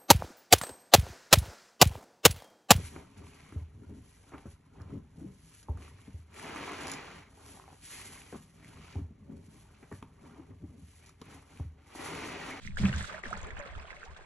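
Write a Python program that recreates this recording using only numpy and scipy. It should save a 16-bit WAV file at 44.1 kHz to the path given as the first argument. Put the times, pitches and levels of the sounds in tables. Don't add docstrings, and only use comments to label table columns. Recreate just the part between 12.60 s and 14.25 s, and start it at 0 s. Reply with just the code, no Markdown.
import sys
import numpy as np
from scipy import signal
from scipy.fft import rfft, irfft, next_fast_len
from scipy.io import wavfile
from scipy.ndimage import map_coordinates

SR = 44100
rng = np.random.default_rng(int(sys.argv[2]) if len(sys.argv) > 2 else 0)


def field_ratio(decibels):
    return 10 ** (np.asarray(decibels, dtype=float) / 20)


def master_out(mix):
    frames = np.transpose(np.atleast_2d(mix))
    ceiling = np.clip(frames, -1, 1)
    pcm = np.round(ceiling * 32767).astype(np.int16)
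    wavfile.write(sys.argv[1], SR, pcm)


N = 72765
TIME_S = np.arange(N) / SR


def unit(x):
    return x / np.sqrt(np.mean(x ** 2) + 1e-20)


def along(points, hz):
    f, v = np.transpose(points)
    return np.interp(np.log(hz + 1), np.log(f + 1), v)


def wobble(knots_per_s):
    return map_coordinates(rng.standard_normal(2000), [np.arange(N) * min(knots_per_s, 1000) / SR])


def filtered(x, response):
    m = next_fast_len(N + 8192)
    return irfft(rfft(x, m) * response(np.fft.rfftfreq(m, 1 / SR)), m)[..., :N]


def coloured(x, spectrum):
    return unit(filtered(x, lambda hz: field_ratio(along(spectrum, hz)) * (hz > spectrum[0][0] / 2)))


def bubbles(s, db, hz, cycles, rise, pan_db, size):
    spread_s_per_db = 0.00002
    cycles, rise = np.reshape(cycles, (-1, 1)), np.reshape(rise, (-1, 1))
    life = np.arange(size) / SR * hz[:, None] / cycles
    onset = 1 - np.exp(-(life * cycles / 1.355) ** 2)
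    tone = np.sin(2 * np.pi * cycles * life * (1 + rise * life / 2))
    wave = field_ratio(db[:, None] - 26.0 * life) * onset * tone
    ports = []
    for side in (1, -1):
        start_s = np.clip(s - side * pan_db * spread_s_per_db / 2, 0, N / SR)
        at = np.round(start_s * SR).astype(int)[:, None] + np.arange(size)
        panned = wave * field_ratio(side * pan_db / 2)[:, None]
        ports.append(np.bincount(at.ravel(), panned.ravel(), N + size + 1)[:N])
    return np.array(ports)


def swarm(count, centre_hz, octaves, cycles, spread_db, pan_db, size):
    r, g = rng.random((count, 2)), rng.standard_normal((count, 2))
    hz = np.clip(centre_hz * 2 ** (octaves * g[:, 0]), 250, 14000)
    db = np.minimum(-spread_db * np.log(r[:, 1]), 2.6 * spread_db)
    db = db - 5 * octaves * np.abs(g[:, 0])
    return unit(bubbles(r[:, 0] * N / SR, db, hz, cycles, 0.15 * g[:, 1], pan_db + 9 * g[::-1, 1], size))


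# frequency in Hz, density in dB per Hz.
RUMBLE_SPECTRUM = [(15, 15.5), (35, 7.5), (70, 11), (110, -3.5), (200, -12.5), (400, -86), (1500, -120)]
# centre in seconds, level in dB, half width in seconds.
BREEZE_PUFFS = [(.07, -53, 0.034), (0.138, -44, 0.059), (0.229, -34.5, 0.028), (0.357, -46, 0.04),
                (0.429, -49, 0.029), (.50, -69, 0.036), (0.69, -44, 0.026), (.78, -45.5, 0.019),
                (0.847, -43, 0.03), (0.937, -45, 0.027), (0.986, -48.5, 0.021), (1.128, -52.5, 0.038),
                (1.181, -43.5, 0.023), (1.221, -50, 0.019), (1.32, -54, 0.0085), (1.37, -70, 0.018),
                (1.509, -53, 0.028), (1.611, -75, 0.023)]


def breeze():
    lull_db = -63
    s, db, half_width_s = np.transpose(BREEZE_PUFFS)[:, :, None]
    gain = field_ratio(lull_db) + (field_ratio(db) * np.exp(-((TIME_S - s) / half_width_s) ** 2)).sum(0)
    common, *own = coloured(rng.standard_normal((3, N)), RUMBLE_SPECTRUM)
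    return gain * (0.56 * common + 1.47 * np.array(own))


# start in seconds, churn level in dB, spray level in dB,
# hold in seconds, release in dB per second.
BLADE_SURGES = [(0.0, -87, -64, 0.011, 30), (0.023, -72, -54, 0.053, 504), (0.177, -49, -47, 0.038, 195),
                (0.236, -43, -52, 0.039, 188), (0.276, -54, -50, 0.016, 143),
                (0.322, -47.5, -52, 0.082, 109), (0.381, -73, -52, 0.091, 252),
                (0.455, -59, -52, 0.036, 196), (0.487, -48.5, -61.5, 0.097, 243),
                (0.636, -48.5, -57.5, 0.036, 139), (0.684, -48, -62.5, 0.18, 76),
                (0.97, -50.5, -65, 0.032, 161), (1.055, -52, -64.5, 0.043, 95),
                (1.16, -55, -63, 0.046, 112), (1.27, -54.5, -66.5, 0.088, 89), (1.398, -58, -68, 0.13, 190),
                (1.566, -57.5, -65.5, 0.049, 112)]


def surges():
    attack_s, churn_calm_db, spray_calm_db = 0.0064, -67, -83
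    s, churn_db, spray_db, hold_s, release_db_per_s = np.transpose(BLADE_SURGES)[:, :, None]
    t = TIME_S - s
    rise = np.clip(1 + t / attack_s, 0, 1) ** 2
    power = rise * field_ratio(-release_db_per_s * np.clip(t - hold_s, 0, None)) ** 2

    def total_db(db, calm_db):
        return 10 * np.log10((power * field_ratio(db) ** 2).sum(0) + field_ratio(calm_db) ** 2)

    return total_db(churn_db, churn_calm_db), total_db(spray_db, spray_calm_db)


# frequency in Hz, density in dB per Hz.
CHURN_SPECTRUM = [(200, 6.5), (300, -16), (600, 5), (1500, -5), (2500, -3), (4000, -41), (7000, -48),
                  (11000, -86)]
# frequency in Hz, left-right correlation (0 to 1).
PORT_LIKENESS = [(250, 0.09), (640, 0.49), (1400, 0.04), (4000, 0.14)]


def churn():
    level_db, _ = surges()

    def mid_side(hz):
        angle = np.arccos(np.clip(along(PORT_LIKENESS, hz), -1, 1)) / 2
        return [np.cos(angle), np.sin(angle)]

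    mid, side = filtered(rng.standard_normal((2, N)), mid_side)
    bed = coloured(np.array([mid + side, mid - side]), CHURN_SPECTRUM)
    bed = bed * field_ratio(2.3 * np.array([wobble(29.14), wobble(30.7)])) * field_ratio([[-1.2], [1.2]])
    foam = swarm(count=1500, centre_hz=1650, octaves=0.55, cycles=11, spread_db=2.5, pan_db=-3.5, size=900)
    gulps = swarm(count=600, centre_hz=500, octaves=0.67, cycles=5.3, spread_db=1.0, pan_db=1.0, size=2400)
    fizz = swarm(count=500, centre_hz=3400, octaves=0.31, cycles=20, spread_db=3, pan_db=-2.5, size=400)
    mix = field_ratio(-4) * bed + field_ratio(-0.53) * foam + field_ratio(-8.0) * gulps + field_ratio(-21) * fizz
    return field_ratio(level_db + 1.3 * wobble(25.15)) * mix


# frequency in Hz, density in dB per Hz.
SPRAY_SPECTRUM = [(2500, -3), (3500, 0.5), (5500, -7), (8000, -7), (11400, -27.5), (13500, -33),
                  (15300, -56), (16000, -100)]
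# start in seconds, peak in dB, pitch in Hz.
DROPLET_TICKS = [(0.067, -45, 5640), (0.16, -49, 6800), (0.186, -49, 5940), (0.2033, -42, 5030),
                 (0.362, -37, 6200), (0.428, -35, 7700), (0.5586, -60, 5900), (0.5921, -52, 7860),
                 (0.631, -51.5, 7200), (0.656, -56, 9500), (0.6659, -48, 5360), (0.681, -55, 8000),
                 (0.7055, -44, 7800), (0.72, -62, 8100), (0.731, -45.5, 5700), (0.776, -42.5, 7050),
                 (0.7986, -59, 7060), (0.816, -44, 7000), (0.831, -43.5, 6500), (0.8701, -45.5, 7450),
                 (0.9085, -51.5, 6900), (0.9658, -57, 6300), (0.9924, -44, 6760), (1.003, -50, 6400),
                 (1.034, -58.5, 9000), (1.064, -60, 5000), (1.08, -66, 8000), (1.1616, -63, 6100),
                 (1.198, -51, 4800), (1.438, -52.5, 7040), (1.4509, -50.5, 5900), (1.507, -59, 7000)]


def spray():
    port_lag_s, tick_pan_db, tick_top_hz = 0.000075, -6.5, 10400
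    _, level_db = surges()
    gain = field_ratio(level_db)

    def lag(hz):
        return np.exp(1j * np.pi * hz * port_lag_s * np.array([[1], [-1]]))

    r = rng.random((2, N))
    sparks_db = np.minimum(-4 * np.log(r[1] + 1e-9), 11)
    crackle = unit((r[0] < 0.005) * rng.standard_normal(N) * field_ratio(sparks_db))
    near = 0.6 * crackle + rng.standard_normal(N) * field_ratio(3.5 * wobble(45))
    near = coloured(near, SPRAY_SPECTRUM) * field_ratio([[-2.6], [2.6]])
    patches = field_ratio(6.1 * np.array([wobble(110), wobble(80)]))
    wide = coloured(rng.standard_normal((2, N)) * patches, SPRAY_SPECTRUM)
    hiss = filtered(gain * near, lag) + gain * field_ratio(-3.5) * wide

    treble_hz, treble_full_db, treble_db_per_db = 10800, -56, 1.3
    treble = filtered(hiss, lambda hz: 1 / (1 + (treble_hz / (hz + 1)) ** 16))
    treble_gain = field_ratio(treble_db_per_db * np.minimum(level_db - treble_full_db, 0))

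    s, db, hz = np.transpose(DROPLET_TICKS)
    ticks = bubbles(s, db + 13.5, hz, cycles=7, rise=0.055, pan_db=tick_pan_db + 0 * s, size=200)
    ticks = filtered(ticks, lambda hz: 1 / (1 + (hz / tick_top_hz) ** 8))
    return hiss - treble * (1 - treble_gain) + filtered(ticks, lag)


# start in seconds, peak in dB, pitch in Hz, left-right difference in dB.
WATER_PLOPS = [(0.0492, -38.5, 2150, -9), (0.0745, -36, 1980, -20), (0.107, -42.5, 2260, -5),
               (0.1707, -34, 1557, -27.5), (0.2353, -37.5, 1660, -15), (0.2528, -32, 1530, 7),
               (0.255, -22, 2440, 3.5), (0.2605, -33.5, 1960, 7), (0.3278, -30, 1830, 8),
               (0.3697, -32, 1700, -5), (0.4081, -28, 1636, -12), (0.4429, -31.5, 1390, -10),
               (0.474, -41, 1640, -12), (0.4962, -35.5, 1274, -19.5), (0.5447, -32.5, 1720, -3),
               (0.5916, -40, 1170, 13), (0.637, -34.5, 1880, 23), (0.6545, -31, 1700, -6.5),
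               (0.7245, -35, 842, -6), (0.7281, -23.5, 1257, -10), (0.7706, -36, 1320, -12),
               (0.8309, -49.5, 1010, -15), (0.905, -34, 1850, -9.5), (0.9667, -43, 1690, -13),
               (0.998, -33.5, 1680, -9), (1.014, -39.5, 2000, -16), (1.046, -56, 3270, 1),
               (1.075, -45, 3800, -10), (1.051, -41.5, 1230, -13), (1.073, -42.5, 2650, -10.5),
               (1.1023, -39.5, 2090, 4), (1.1514, -42.5, 1310, -18), (1.152, -41, 2900, -6),
               (1.18, -41, 843, 6), (1.2106, -55, 1370, 18), (1.254, -45, 3020, -2), (1.276, -42, 2800, -3),
               (1.3044, -34.5, 2010, -13.5), (1.328, -39, 1640, -10), (1.3663, -45, 1970, 21),
               (1.4066, -44, 2040, -1), (1.418, -42, 1370, 5), (1.4308, -39.5, 1460, -20.5),
               (1.5632, -40.5, 1475, 11), (1.567, -47, 3470, 4), (1.6091, -44.5, 1530, 9)]
# start in seconds, peak in dB, pitch in Hz,
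# life in cycles, pitch rise over life (fraction).
WATER_GURGLES = [(.329, -29.5, 2760, 18, 0.091), (0.338, -29, 1514, 16.4, 0.068), (.54, -47, 604, 40, 0.18),
                 (.635, -45.5, 394, 12.4, -0.21), (.71, -30, 630, 7.8, 0.21), (.74, -44.5, 190, 20, -0.089),
                 (.865, -45, 398.6, 26, 0.34), (.655, -44.5, 245, 15.6, -0.19),
                 (.16, -43.5, 1690, 12, -0.36), (0.186, -33.5, 2190, 19, 0.068),
                 (.995, -42.5, 585, 70.4, -.09), (1.059, -35.5, 513, 6.6, 0.11),
                 (1.125, -49, 634, 12, -0.1), (1.244, -49, 663, 28, 0.023), (1.31, -57, 614, 31, 0.014),
                 (1.337, -49, 680, 23, 0.23), (1.37, -54.5, 577, 38, 0.065), (1.438, -54.5, 456, 20, 0.084),
                 (1.609, -47, 415, 5.8, -0.14), (1.46, -48, 785, 24, -0.036), (1.475, -49.5, 877, 82, 0.54),
                 (1.59, -53, 843, 21, -0.16), (0.328, -29, 75.5, 13, 0.1), (1.535, -70, 3330, 340, 0.44),
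                 (1.59, -44, 500, 5.9, -0.067)]


def drips():
    plop_cycles, trail_count, trail_s, trail_octaves, trail_db = 9.5, 5, 0.014, 0.22, -9
    s, db, hz, pan_db = np.transpose(WATER_PLOPS)
    db = db + 3.5
    plops = bubbles(s, db, hz, plop_cycles, 0.083, pan_db, size=1200)

    r, g = rng.random((len(s), trail_count)), rng.standard_normal((len(s), trail_count))
    late_s = (s[:, None] + trail_s * r).ravel()
    late_db = (db[:, None] + trail_db - 6 * r).ravel()
    late_hz = (hz[:, None] * 2 ** (trail_octaves * g)).ravel()
    late_pan_db = np.repeat(pan_db / 2, trail_count)
    trail = bubbles(late_s, late_db, late_hz, plop_cycles, 0.3, late_pan_db, size=1200)

    s, db, hz, cycles, rise = np.transpose(WATER_GURGLES)
    flutter = field_ratio(3 * np.array([wobble(70), wobble(68.6)]))
    gurgles = bubbles(s, db + 2.0, hz, cycles, rise, pan_db=-4 + 0 * s, size=6000)
    return plops + trail + flutter * gurgles


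# time in seconds, rub level in dB.
OAR_LOAD = [
    (0.0, -40),
    (0.196, -47.5),
    (1.65, -70),
]
# time in seconds, level in dB.
OARLOCK_KNOCKS = [(0.051, -36), (0.085, -34.5), (.199, -19.5), (0.213, -33.5), (0.2272, -19.5),
                  (0.2376, -13.5), (0.2475, -16), (0.284, -21.5), (0.292, -30), (0.333, -31.5),
                  (0.361, -27.5), (0.401, -31.5), (0.656, -46), (.715, -39.5), (0.74, -47)]
# frequency in Hz, level in dB, 60 dB decay in seconds.
HULL_MODES = [(79.2, -12, 0.19), (134, -3, 0.14), (193.3, 2, 0.089), (241, -20, 0.032), (355, -14.5, 0.05)]


def hull():
    t = np.arange(SR // 2) / SR
    ring = sum(field_ratio(db - 60 * t / t60_s) * np.sin(2 * np.pi * hz * t) for hz, db, t60_s in HULL_MODES)
    ring = ring * (1 - np.exp(-t / 0.0082))
    blows = np.zeros(N)
    for s, db in OARLOCK_KNOCKS:
        blows[round(s * SR)] = field_ratio(db)
    knocks = signal.fftconvolve(blows, ring)[:N]
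    load_db = np.interp(TIME_S, *np.transpose(OAR_LOAD))
    judder = unit(signal.fftconvolve(rng.standard_normal(N), ring)[:N])
    return (knocks + field_ratio(load_db - 15) * judder) * field_ratio([[-0.9], [0.9]])


def scene():
    water = churn() + spray() + drips()
    echoes = np.zeros((2, 600))
    echoes[[[0], [1]], rng.integers(60, 600, (2, 6))] = field_ratio(-21) * rng.standard_normal((2, 6))
    reflected = signal.fftconvolve(water[::-1], echoes, axes=1)[:, :N]
    return water + reflected + hull() + breeze()


def roll_off(x):
    return signal.sosfilt(signal.butter(12, 15500, fs=SR, output="sos"), x)


def record(dry):
    return roll_off(dry)


dry = scene()
out = record(dry)
master_out(out)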